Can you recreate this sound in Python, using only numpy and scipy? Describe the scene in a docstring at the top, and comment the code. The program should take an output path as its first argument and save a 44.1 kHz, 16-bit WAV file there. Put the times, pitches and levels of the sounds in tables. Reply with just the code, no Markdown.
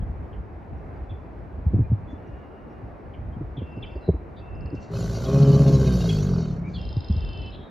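"""Alligator bellow across a pond

An alligator bellows once, its vocal folds driving chest and throat: a growl swells into a clear,
shuddering roar, then slows to a throb, with a wet hiss on top. Blackbirds chip, whistle and trill in
the reeds, and the wooded shore echoes the calls. Steady wind rushes in the far trees and thumps on
the microphone now and then."""
import sys
import numpy as np
from scipy import signal
from scipy.fft import rfft, irfft, next_fast_len
from scipy.io import wavfile
from scipy.ndimage import uniform_filter1d, map_coordinates

SR = 44100
rng = np.random.default_rng(int(sys.argv[2]) if len(sys.argv) > 2 else 0)


def persist_wave(psi):
    """Save psi, clipped to +-1, as 16-bit WAV."""
    counts = np.round(np.clip(psi, -1, 1) * 32767).astype(np.int16)
    wavfile.write(sys.argv[1], SR, np.atleast_2d(counts).T)


N = 339570
T = np.arange(N) / SR

FULL_EFFORT_DB, FULL_BEAT_HZ = -14.5, 68.66  # the drive and the beat at the height of the roar
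SHUDDER_HZ, SHUDDER_CREST_S = 15.3, 5.422
CHEST_HZ, CHEST_WIDTH_HZ = 166, 63  # the chest's main resonance
HISS_START_S, HISS_END_S = 4.9, 6.63


def alligator(start_s=4.88, end_s=6.9):
    """Voice and wet hiss, driven by the beat of the folds; each beat lets through a puff of air."""
    # the slow beat of the vocal folds, rising with effort: time_s, beat_hz
    fold_beat = [(4.9, 56.5), (5.02, 56.5), (5.16, 54.5), (5.24, 61), (5.3, 67.5), (5.42, 68.8),
                 (5.56, 68.7), (5.68, 68.1), (5.81, 66), (5.95, 62), (6.1, 54.2), (6.3, 45.8), (6.45, 39),
                 (6.558, 34.6), (6.7, 30.8)]
    # the chest hums near its resonance as the bellow starts and ends:
    # start_s, length_s, start_hz, end_hz, level_db
    chest_hums = [(4.9, .19, 156.8, 178.4, -32), (6.48, 0.4, 173.4, 179.7, -34)]
    beat_hz, = curves(fold_beat)
    phase = phase_of(beat_hz * (1 + .003 * wobble(30)))
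    puffs = (1 + np.cos(phase + .3 * wobble(60))) ** 2
    voice, throat_db = roar(phase, beat_hz, puffs)
    voice += throb(phase, beat_hz, puffs) + rasp(puffs, throat_db) + growl(phase, beat_hz, throat_db)
    hum = slurs([(*row, 12) for row in chest_hums])  # 12 Hz of waver
    return hum + voice * during(start_s, end_s, fade_s=.072), hiss(puffs, throat_db)


def roar(phase, beat_hz, puffs, effort_db_per_hz=1.2, shudder_db=4, pumping=.29):
    """The folds flap twice a beat, louder and brighter with effort; a second vibration adds a shudder."""
    # the throat's colouring of the roar: frequency_hz, gain_db
    throat_colour = [(110, 0), (140, 0), (275, -14), (340, -29), (385, -12.5), (420, -12), (470, -25),
                     (520, -18), (560, -21), (680, -31), (820, -46), (960, -46), (1095, -38)]
    effort_db = FULL_EFFORT_DB + effort_db_per_hz * (beat_hz - FULL_BEAT_HZ)
    body_db = np.minimum(effort_db, np.interp(T - .067, T, effort_db))  # the chest joins in late
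    throat_db = np.maximum(effort_db, np.interp(T - .061, T, effort_db))  # the throat rings on
    shudder = 2 * np.pi * SHUDDER_HZ * (T - SHUDDER_CREST_S) + .2 * wobble(12)
    overtones = 0
    for k in range(2, 9):
        jitter = rng.uniform(0, 2 * np.pi) + .13 * wobble(45)
        gain_db = along(throat_colour, 2 * k * beat_hz) + wobble(24)
        if k > 3:  # only the upper overtones shudder
            gain_db += 1 + shudder_db * np.cos(shudder)
        overtones += amp(gain_db) * np.sin(2 * k * phase + jitter)
    flap = 2 * phase - chest_lag(2 * beat_hz)
    chest = np.sin(flap) + amp(-8) * np.sin(flap + shudder) + amp(-9) * gurgle(puffs)
    chest += amp(-13) * np.cos(shudder / 2) * np.cos(3 * phase + shudder / 2 - chest_lag(3 * beat_hz))
    surge = 1 + pumping * (np.cos(shudder) - np.cos(2 * shudder) / 2)
    overtones_db = FULL_EFFORT_DB + 1 + 1.5 * (throat_db - FULL_EFFORT_DB)
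    voice = amp(body_db + 1.5) * surge * chest + amp(overtones_db) * overtones
    flutter = amp(1.1 * wobble(30))
    return flutter * voice, throat_db


def throb(phase, beat_hz, puffs, full_s=5.85, rise_db_per_s=15.5, thinning_db=28):
    """Each slow beat knocks the chest and lets it ring; as the beat slackens, the low end thins out."""
    # the chest's colouring of the throb: frequency_hz, gain_db
    chest_colour = [(25, -28), (45, -7), (62, 0), (85, -3), (110, -2), (150, 2.5), (170, 1), (190, -3),
                    (220, -11), (250, -18), (320, -26), (395, -20), (430, -22), (460, -19), (500, -30),
                    (600, -42)]
    slack = (1 - beat_hz / FULL_BEAT_HZ) ** 2
    knocks = 0
    for k in range(1, 12):
        hz = k * beat_hz
        smear = k * k / 5 + .16 * wobble(25)  # water around the chest partly runs the beats together
        octaves_below = np.maximum(np.log2(CHEST_HZ / hz), 0)
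        gain_db = along(chest_colour, hz) - thinning_db * slack * octaves_below + 1.4 * wobble(20)
        knocks += amp(gain_db) * np.cos(k * phase - chest_lag(hz) + smear)
    level_db = -22 - rise_db_per_s * np.maximum(full_s - T, 0)
    return amp(level_db) * release(6.335, db_per_s=40.5) * (knocks + amp(-13) * gurgle(puffs))


def growl(phase, beat_hz, throat_db, push_db=10.5, breath_db=9):
    """High harmonics slide with the beat, through the throat and the moving resonance of the mouth."""
    # the throat's colouring of the growl: frequency_hz, gain_db
    throat_colour = [(450, 0), (600, 1), (700, 4), (790, -2), (880, -9), (1000, -2), (1100, 5), (1250, 0),
                     (1400, -4), (1600, -4), (1750, -16)]
    # the mouth's resonance, rising and sinking: time_s, centre_hz, level_db
    mouth_path = [(4.9, 1530, -77), (4.98, 1460, -54), (5.12, 1523, -63), (5.23, 1397, -53),
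                  (5.42, 1630, -66), (5.75, 1574, -54), (6.06, 1520, -53), (6.2, 1500, -57),
                  (6.45, 1464, -63.5), (6.6, 1490, -77)]
    harmonics = 0
    for k in range(9, 38):
        jitter = rng.normal(0, 1.1) + .3 * wobble(18)
        gain_db = along(throat_colour, k * beat_hz) + 4.5 * wobble(12)
        harmonics += amp(gain_db) * np.sin(k * phase + jitter)
    push = (1 + np.tanh((throat_db + 23) / 3)) / 2 - .25  # rises as the roar takes over
    envelope = amp(-64 + push_db * push) * release(6.42, db_per_s=87)
    breath = unit(rng.standard_normal(N) * (1 + np.cos(phase)) ** 2)
    mouth_hz, mouth_db = curves(mouth_path)
    mouth = resonate(unit(harmonics) + amp(breath_db) * breath, mouth_hz, width_hz=220)
    return envelope * harmonics + amp(mouth_db) * mouth


def rasp(puffs, throat_db, air_db=-37.5, rattle_db=-53.5, rattle_hz=1130, rattle_width_hz=950):
    """Turbulent puffs ring the throat, harder during the roar; a dry crack in each makes a rattle."""
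    muffle = lambda hz: hz ** 2 / (hz ** 2 + 90 ** 2) / (1 + (hz / 3800) ** 6)
    air = unit(filtered(rng.standard_normal(N) * (.5 + puffs), lambda hz: throat(hz) * muffle(hz)))
    cracks = rng.standard_normal(N) * puffs ** 3
    rattle = unit(filtered(cracks, lambda hz: 1 / (1 + (2 * (hz - rattle_hz) / rattle_width_hz) ** 8)))
    steady = amp(air_db) * air + amp(rattle_db) * rattle
    return steady * release(6.45, db_per_s=92) + amp(throat_db - 19) * air


def throat(hz):
    """The complex response of the throat and closed mouth."""
    # their resonances: centre_hz, width_hz, gain_db
    formants = [(167, 33, 6.5), (255, 93, -1), (401.3, 20, 7.5), (543, 31.6, -1.5), (651, 39, -3.5),
                (1130, 150, -24), (2462, 38, -25.5), (3055, 27, -18.5)]
    return sum((-1) ** k * amp(db) * 1j * hz * width / (centre ** 2 - hz ** 2 + 1j * hz * width)
               for k, (centre, width, db) in enumerate(formants))


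def chest_lag(hz):
    """Radians by which the ringing chest lags the folds."""
    return np.arctan2(hz * CHEST_WIDTH_HZ, CHEST_HZ ** 2 - hz ** 2)


def gurgle(puffs):
    """Rough air in the chest, stronger at each puff; rms 1."""
    # the colour of that air: frequency_hz, density_db
    spectrum = [(20, -66), (60, -23), (100, -1), (128, -17), (152, 6.5), (185, -3), (218, -10.5), (250, -7),
                (330, -22), (600, -70), (2000, -120)]
    return unit(filtered(rng.standard_normal(N) * (2 + puffs), lambda hz: amp(along(spectrum, hz))))


def hiss(puffs, throat_db, release_s=6.14, rise_db_per_s=2.5, dull_hz=8500):
    """The wet hiss sputters, rings narrow resonances that each swell and sink, and dulls as it dies."""
    # the hiss's colour, plus a notch near 8.3 kHz that is not the animal's own: frequency_hz, density_db
    spectrum = [(300, -80.5), (1700, -16), (2100, -7.5), (2600, -23.5), (3050, -9), (3500, -8),
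                (4250, -2.5), (4800, -5), (5150, -6.5), (5900, -5), (6300, -5), (7300, -6.5), (8300, -25),
                (11000, -10.5), (14000, -23), (15500, -31.5)]
    # its stereo image: frequency_hz, left_right_likeness
    image = [(2400, 0.96), (4400, 1), (6500, 0.84), (8000, 0), (15000, 0.58)]
    # the resonances it rings: centre_hz, width_hz, relative_db
    rings = [(2150, 84, -15.5), (2514, 51, -15.5), (2780, 61, -14.5), (3057, 110, -14.5), (3780, 75, -11.5),
             (3926, 67, -15.5), (4230, 130, -8.5), (4440, 90, -9), (4710, 77, -10), (4980, 170, -16),
             (5520, 70, -14), (5780, 500, -8), (6540, 160, -24)]
    # a faint hiss that spurts before the bellow and trails off after it: time_s, level_db
    trickle = [(4.72, -100), (4.75, -69), (4.79, -76.5), (4.83, -62), (4.89, -71.5), (6.5, -67),
               (6.62, -84), (6.72, -66), (6.85, -79), (7.2, -100)]
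    # the hiss catches into brief whistles: start_s, length_s, start_hz, end_hz, level_db
    whistles = [(4.995, 0.13, 6100, 6100, -54), (5.537, 0.041, 4000, 4020, -44.5),
                (5.739, 0.041, 4050, 4000, -43.5), (5.868, .12, 4480, 4490, -46),
                (6.097, 0.11, 4500, 4470, -43), (6.172, 0.076, 5900, 5800, -47),
                (6.162, 0.32, 4520, 4500, -60)]
    air = unit(rush(spectrum, image, patchy_db=3.2, patch_frames=6) * (8 + puffs))
    sputter = amp(4 * wobble(70))
    for hz, width_hz, db in rings:
        air += amp(db + 4 * wobble(11)) * resonate(sputter * rng.standard_normal(N), hz, width_hz)
    air += amp(-11) * spatter()
    dull = filtered(air, lambda hz: 1 / (1 + (hz / dull_hz) ** 12))
    dying = release(release_s, db_per_s=52.5)
    darkening = dull + dying ** .15 * (air - dull)
    level_db = -48.5 - rise_db_per_s * np.maximum(release_s - T, 0) + .59 * wobble(60)
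    shudder_db = amp(throat_db - FULL_EFFORT_DB) * np.cos(2 * np.pi * SHUDDER_HZ * (T - SHUDDER_CREST_S))
    envelope = amp(level_db + shudder_db) * dying * during(HISS_START_S, HISS_END_S, fade_s=.077)
    trickle_db, = curves(trickle)
    whistling = slurs([(*row, 70) for row in whistles])  # 70 Hz of waver
    return envelope * darkening + amp(trickle_db) * dull + sputter * whistling


def spatter(drops_per_s=170, ring_s=.0055, low_hz=2400, high_hz=7000):
    """Droplets burst at random, each a brief ring, thickest late in the hiss; rms 1."""
    out, t = np.zeros(N), np.arange(SR // 30) / SR
    span_s = HISS_END_S - HISS_START_S
    for place, pitch, size in rng.uniform(size=(int(drops_per_s * span_s), 3)):
        hz = low_hz * (high_hz / low_hz) ** pitch
        ring = np.sin(2 * np.pi * hz * t) * t / ring_s * np.exp(-t / ring_s)
        add(out, HISS_START_S + span_s * place ** .8, amp(-4.5 * np.log(1.02 - size)) * ring)
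    return unit(out)


def near_trill(start_s=6.778, syllable_s=.037, slowing_s=.0004, count=18, pitch_hz=394):
    """A close blackbird alternates ticks with buzzy, sagging syllables; the trill slows and sinks."""
    edges_s = start_s + np.r_[0, np.cumsum(syllable_s + slowing_s * np.arange(count))]
    syllable = np.interp(T, edges_s, np.arange(count + 1))
    within, progress = syllable % 1, syllable / count
    sag, sink = .034 * (.4 - within ** 2), .043 * progress ** 1.3
    phase = phase_of(pitch_hz * (1 + sag - sink + .0084 * wobble(300)))
    low = unit(np.sin(7 * phase) + np.sin(8 * phase))
    high = unit(sum(amp(db) * np.sin(k * phase) for k, db in enumerate([0, -7, -2, -7, -4], start=9)))
    dip_db = 10 * np.exp(-((progress - .35) / .25) ** 2)  # the low voice ducks under the strongest ticks
    buzz = amp(-49 - dip_db) * low + amp(-59.5) * high
    out = buzz * (.5 + .5 * np.sin(np.pi * within)) * during(edges_s[0], edges_s[-1], fade_s=.005)
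    for edge_s, place in zip(edges_s[1:], np.linspace(0, 1, count)):
        tick_db = -40 - 24.5 * (place - .37) ** 2
        add(out, edge_s - .003, amp(tick_db) * tick())
    return out


def tick(high_hz=5050, low_hz=3800, low_db=-3, length_s=.0081, glide=.12, low_scatter_hz=200):
    """A blackbird's two voices flick upward together."""
    place = np.linspace(0, 1, int(length_s * SR))
    sweep = phase_of(1 + glide * (place - .5))
    high, low = rng.normal([high_hz, low_hz], [50, low_scatter_hz])
    envelope = np.sin(np.pi * place) * np.exp(-2 * np.abs(2 * place - 1))
    return envelope * (np.sin(high * sweep) + amp(low_db) * np.sin(low * sweep))


def chips(attack_s=.0053, fall=.27, low_ratio=.76):
    """Each chip starts crisply, holds its pitch in two voices, then flicks down as it fades."""
    # blackbird chips: start_s, length_s, pitch_hz, level_db, low_voice_db (relative, mid-chip), waver_hz
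    calls = [(0.01, 0.036, 3280, -66, -10, 130), (0.326, 0.032, 3070, -58, -4, 170),
             (1.093, 0.039, 3470, -54, -6.5, 89), (3.134, 0.029, 3070, -55, 3.5, 170),
             (3.567, 0.048, 3316, -47, -12.5, 130), (3.824, 0.034, 3346, -38.5, -5.5, 170),
             (6.089, 0.023, 3350, -29, -15, 49.3)]
    out, waver = np.zeros(N), wobble(900)
    for start_s, length_s, pitch_hz, level_db, low_db, waver_hz in calls:
        place = np.linspace(0, 1, int(length_s * SR))
        phase = phase_of(pitch_hz * (1 - fall * place ** 5) + waver_hz * cut(waver, start_s, len(place)))
        envelope = np.minimum(place * length_s / attack_s, 1) * np.cos(np.pi * place / 2)
        low_voice = amp(low_db) * 2 * place * np.sin(low_ratio * phase)
        add(out, start_s, amp(level_db) * envelope * (np.sin(phase) + low_voice))
    return out


def bird_whistles():
    """Blackbirds slur short notes, alone or opening and closing the trills."""
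    # the notes: start_s, length_s, start_hz, end_hz, level_db, waver_hz
    notes = [(.77, .03, 5700, 5500, -80, 150), (.955, .035, 4800, 4630, -78, 80),
             (1.83, .05, 2400, 2460, -62.5, 40), (2.07, 0.065, 3420, 3480, -61, 22),
             (2.095, .045, 6600, 6000, -76, 405), (2.27, 0.014, 6000, 5600, -74, 300),
             (2.69, 0.056, 5400, 5600, -78, 250), (3.32, 0.031, 3200, 3100, -65, 90),
             (4.011, 0.12, 4080, 3900, -60, 111), (4.358, 0.053, 3600, 3520, -54.5, 221),
             (4.36, 0.063, 4540, 4500, -67, 200), (6.632, 0.065, 2150, 2444, -47, 45.4),
             (6.732, 0.048, 4200, 4320, -47, 200), (6.737, 0.048, 3560, 3120, -43.5, 90),
             (7.512, 0.067, 3570, 3450, -48, 400), (7.559, 0.18, 3830, 3700, -57.5, 90),
             (7.56, 0.12, 3400, 3250, -57, 120)]
    return slurs(notes)


def far_trills(pulse_s=.049, release_s=.073, pulsing=.28):
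    """Distant blackbirds: a pulsing tone that swells and fades, and ticks blurred by the reeds."""
    # the trills: start_s, end_s, start_hz, end_hz, tone_db, tick_db, blur_s
    trills = [(2.172, 2.855, 2860, 2810, -71.5, -82, .02), (3.611, 4.09, 2710, 2697, -58, -59.5, 0.016),
              (4.406, 4.9, 2628, 2726, -56.5, -58.5, 0.003)]
    out, waver, t = np.zeros(N), wobble(900), np.arange(SR // 10) / SR
    for start_s, end_s, start_hz, end_hz, tone_db, tick_db, blur_s in trills:
        place = np.clip((T - start_s) / (end_s - start_s), 0, 1)
        tone = np.sin(phase_of(start_hz + (end_hz - start_hz) * np.sqrt(place) + 70 * waver))
        gate = during(start_s, end_s, fade_s=.008) * np.clip((end_s - T) / release_s, 0, 1)
        pulse = 1 - pulsing * np.cos(2 * np.pi * (T - start_s) / pulse_s)
        out += amp(tone_db - 16 * (place - .35) ** 2 + 2.2 * wobble(40)) * gate * pulse * tone
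        for tick_s in np.arange(start_s, end_s, pulse_s):
            swell = np.sin(np.pi * ((tick_s - start_s) / (end_s - start_s)) ** 1.4)
            reeds = rng.standard_normal(len(t)) * np.exp(-t / blur_s)
            crisp = tick(high_hz=5020, low_hz=4490, low_db=-1, length_s=.01, glide=.11, low_scatter_hz=300)
            blurred = signal.fftconvolve(crisp, reeds / np.linalg.norm(reeds))
            add(out, tick_s + rng.normal(0, .0022), swell * amp(tick_db + rng.normal(0, 2.1)) * blurred)
    return out


def wind_thumps(swell_s=.015, slap_delay_s=.0094, slap_width_s=.0049, slap_boost_db=4):
    """Each buffet on the microphone is a few low, slowing swings with a short, higher slap on top."""
    # the buffets: start_s, swing_db, nominal_swing_hz, slap_db (before the boost), slap_hz
    buffets = [(.018, -23, 53.3, -36.5, 197), (.091, -21.5, 67.7, -41, 197), (1.006, -24, 58, -50, 196),
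               (1.112, -26.5, 91, -48, 202), (1.659, -11.5, 71, -24, 166), (1.727, -34, 110, -36, 364),
               (1.733, -15, 102.7, -18.5, 194), (1.762, -21.5, 90.4, -26.5, 220),
               (1.784, -15.5, 121, -26.5, 256), (1.799, -21.5, 107.6, -30, 236),
               (1.896, -17.5, 76.3, -44, 204), (1.915, -11, 110.5, -23.5, 227),
               (2.125, -32, 76.4, -34, 272), (2.282, -34, 102, -59, 196), (2.822, -29.5, 94, -48, 194),
               (3.362, -28, 113.4, -34.5, 223), (3.405, -27.5, 130, -32, 291), (3.57, -25, 125, -33, 251),
               (3.614, -25.5, 84.5, -31, 248), (3.767, -30.5, 103.4, -34, 255),
               (3.954, -24, 59.7, -33, 329), (4.078, -19.5, 152, -24.5, 399), (4.080, -21.5, 176, -31, 557),
               (4.082, -14, 80.4, -18, 337.7), (4.137, -20.5, 63, -33.5, 362),
               (4.724, -27.5, 103, -29.5, 262), (4.734, -27, 110, -28.5, 218),
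               (6.962, -15.5, 99.4, -29, 163), (7.096, -14, 78.7, -22, 200), (7.154, -20.5, 86, -34, 185)]
    out, t = np.zeros(N), np.arange(SR // 5) / SR
    churn = wobble(450)
    pitch_drop = .855 + .65 * np.exp(-t / .014)
    swing_shape = (t / swell_s) ** 2 * np.exp(2 - 2 * t / swell_s)
    slap_shape = (1 - np.exp(-(t / .0021) ** 2)) / np.cosh((t - slap_delay_s) / slap_width_s)
    for start_s, swing_db, swing_hz, slap_db, slap_hz in buffets:
        swing_phase, slap_phase = rng.uniform(0, 2 * np.pi, 2)
        swing = np.sin(swing_phase + phase_of(swing_hz * pitch_drop))
        slap = np.sin(slap_phase + phase_of(slap_hz * np.exp(.24 * cut(churn, start_s, len(t)))))
        add(out, start_s, amp(swing_db) * swing_shape * swing)
        add(out, start_s, amp(slap_db + slap_boost_db) * slap_shape * slap)
    return out


def wind(rumble_boost_db=4):
    """An even rush in the far trees, and a lumpy rumble at the microphone."""
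    # the colour of the trees' rush: frequency_hz, density_db
    tree_spectrum = [(20, -51), (60, -15.5), (150, -3.5), (240, -3.5), (370, -4), (520, -8), (730, -8.5),
                     (1010, -14.5), (1950, -24.5), (2500, -30.5), (3150, -42), (4500, -48.5), (8100, -60.5),
                     (15000, -62.5)]
    # its stereo image: frequency_hz, left_right_likeness
    tree_image = [(50, 0.46), (250, 0.54), (600, 0.57), (1300, 0.055), (2400, 0.57), (4000, 1),
                  (8000, 0.56)]
    # the colour of the rumble: frequency_hz, density_db
    rumble_spectrum = [(15, -39.5), (30, -5.5), (48, 13), (100, 9), (150, -0.5), (250, -9), (500, -27.5),
                       (2000, -120)]
    # the wind's strength at the microphone: time_s, level_db (before the boost)
    gusts = [(0.0, -35.5), (0.58, -44), (1.44, -42.5), (1.81, -29.5), (1.97, -34.5), (2.11, -46.5),
             (2.51, -55), (2.75, -45.5), (2.92, -44), (3.51, -41.5), (3.62, -48), (4.46, -47.5),
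             (4.62, -34), (4.85, -41.5), (6.85, -38), (7.244, -34), (7.606, -43), (7.7, -60)]
    gust_db, = curves(gusts)
    trees = amp(-43.5 + .44 * wobble(6.5)) * rush(tree_spectrum, tree_image, patchy_db=1.15)
    rumble_db = gust_db + rumble_boost_db + 3.4 * wobble(17)
    return trees + amp(rumble_db) * rush(rumble_spectrum, image=[(60, .85)], patchy_db=.6)


def shore(x, width=.35):
    """The wooded shore answers in stereo; each frequency dies at its own speed."""
    # the echo's time to fall 60 dB: frequency_hz, decay_s
    decay = [(100, 0.31), (1000, 0.93), (3000, 0.38), (10000, 0.33)]
    hz, t, noise = signal.stft(rng.standard_normal((2, SR)), SR, nperseg=256)
    tail = signal.istft(noise * amp(-60 * t / along(decay, hz)[:, None]), SR, nperseg=256)[1]
    mid, side = tail / np.linalg.norm(tail[0])
    return signal.fftconvolve(np.atleast_2d(x), mid + width * np.array([side, -side]), axes=1)[:, :N]


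def slurs(rows):
    """Rough sine glides that swell and fade."""
    out, waver = np.zeros(N), wobble(900)
    for start_s, length_s, start_hz, end_hz, level_db, waver_hz in rows:
        place = np.linspace(0, 1, int(length_s * SR))
        hz = start_hz + (end_hz - start_hz) * place + waver_hz * cut(waver, start_s, len(place))
        add(out, start_s, amp(level_db) * np.sin(np.pi * place) * np.sin(phase_of(hz)))
    return out


def rush(spectrum, image, patchy_db, patch_frames=14):
    """Coloured stereo noise with patches of random gain in time and frequency; rms 1."""
    noise = signal.stft(rng.standard_normal((2, N)), nperseg=512)[2]
    patches = uniform_filter1d(rng.standard_normal(noise.shape[1:]), size=2, axis=0)
    patches = uniform_filter1d(patches, size=patch_frames, axis=1)
    pair = signal.istft(noise * amp(patchy_db * unit(patches)), nperseg=512)[1][:, :N]
    spread = lambda hz: np.arccos(np.clip(along(image, hz), -1, 1)) / 2
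    colour = lambda hz: amp(along(spectrum, hz)) * [np.cos(spread(hz)), np.sin(spread(hz))]
    mid, side = filtered(pair, colour)
    return unit(np.array([mid + side, mid - side]))


def resonate(x, centre_hz, width_hz):
    """x through a steep resonance whose centre may move; rms 1."""
    carrier = np.exp(1j * phase_of(centre_hz * np.ones(len(x))))
    pole = np.exp(-np.pi * width_hz / SR)
    return unit((signal.lfilter([1], [1, -2 * pole, pole ** 2], x / carrier) * carrier).real)


def filtered(x, response):
    """x through a complex response of frequency."""
    size = next_fast_len(N + SR // 2)
    return irfft(rfft(x, size) * response(np.fft.rfftfreq(size, 1 / SR)), size)[..., :N]


def wobble(rate):
    """A smooth random curve, rate knots a second."""
    return map_coordinates(rng.standard_normal(int(N * rate / SR) + 4), [T * rate])


def along(points, hz):
    """Read (frequency_hz, value) points on a log axis."""
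    point_hz, values = np.transpose(points)
    return np.interp(np.log(hz + 1), np.log(point_hz + 1), values)


def curves(rows):
    """One value per sample for each column after the time."""
    time_s, *columns = np.transpose(rows)
    return [np.interp(T, time_s, column) for column in columns]


def during(start_s, end_s, fade_s):
    """1 between two times, with soft edges."""
    return np.clip(np.minimum(T - start_s, end_s - T) / fade_s, 0, 1)


def release(start_s, db_per_s):
    """A gain of 1 that fades steadily from start_s on."""
    return amp(-db_per_s * np.maximum(T - start_s, 0))


def add(track, start_s, sound):
    """Lay a sound into a track."""
    part = track[round(start_s * SR):][:len(sound)]
    part += sound[:len(part)]


def cut(track, start_s, samples):
    """A stretch of a track, wrapping at its end."""
    return np.roll(track, -round(start_s * SR))[:samples]


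def phase_of(hz):
    return 2 * np.pi * np.cumsum(hz) / SR


def amp(db):
    return 10 ** (np.asarray(db) / 20)


def unit(x):
    return x / np.sqrt(np.mean(x ** 2) + 1e-20)


def scene(voice_send_db=-17, bird_send_db=-6, trill_send_db=-5.5):
    """The bellow and the birds carry over the water and come back from the shore; wind lies over all."""
    voice, spray = alligator()
    trill = near_trill()
    birds = far_trills() + bird_whistles() + chips()
    echoes = shore(amp(voice_send_db) * voice + amp(bird_send_db) * birds + amp(trill_send_db) * trill)
    return voice + spray + trill + birds + echoes + wind() + wind_thumps()


def record(dry, top_hz=15650):
    """A brick-wall low-pass takes off the highest treble."""
    return filtered(dry, lambda hz: hz < top_hz)


dry = scene()
out = record(dry)
persist_wave(out)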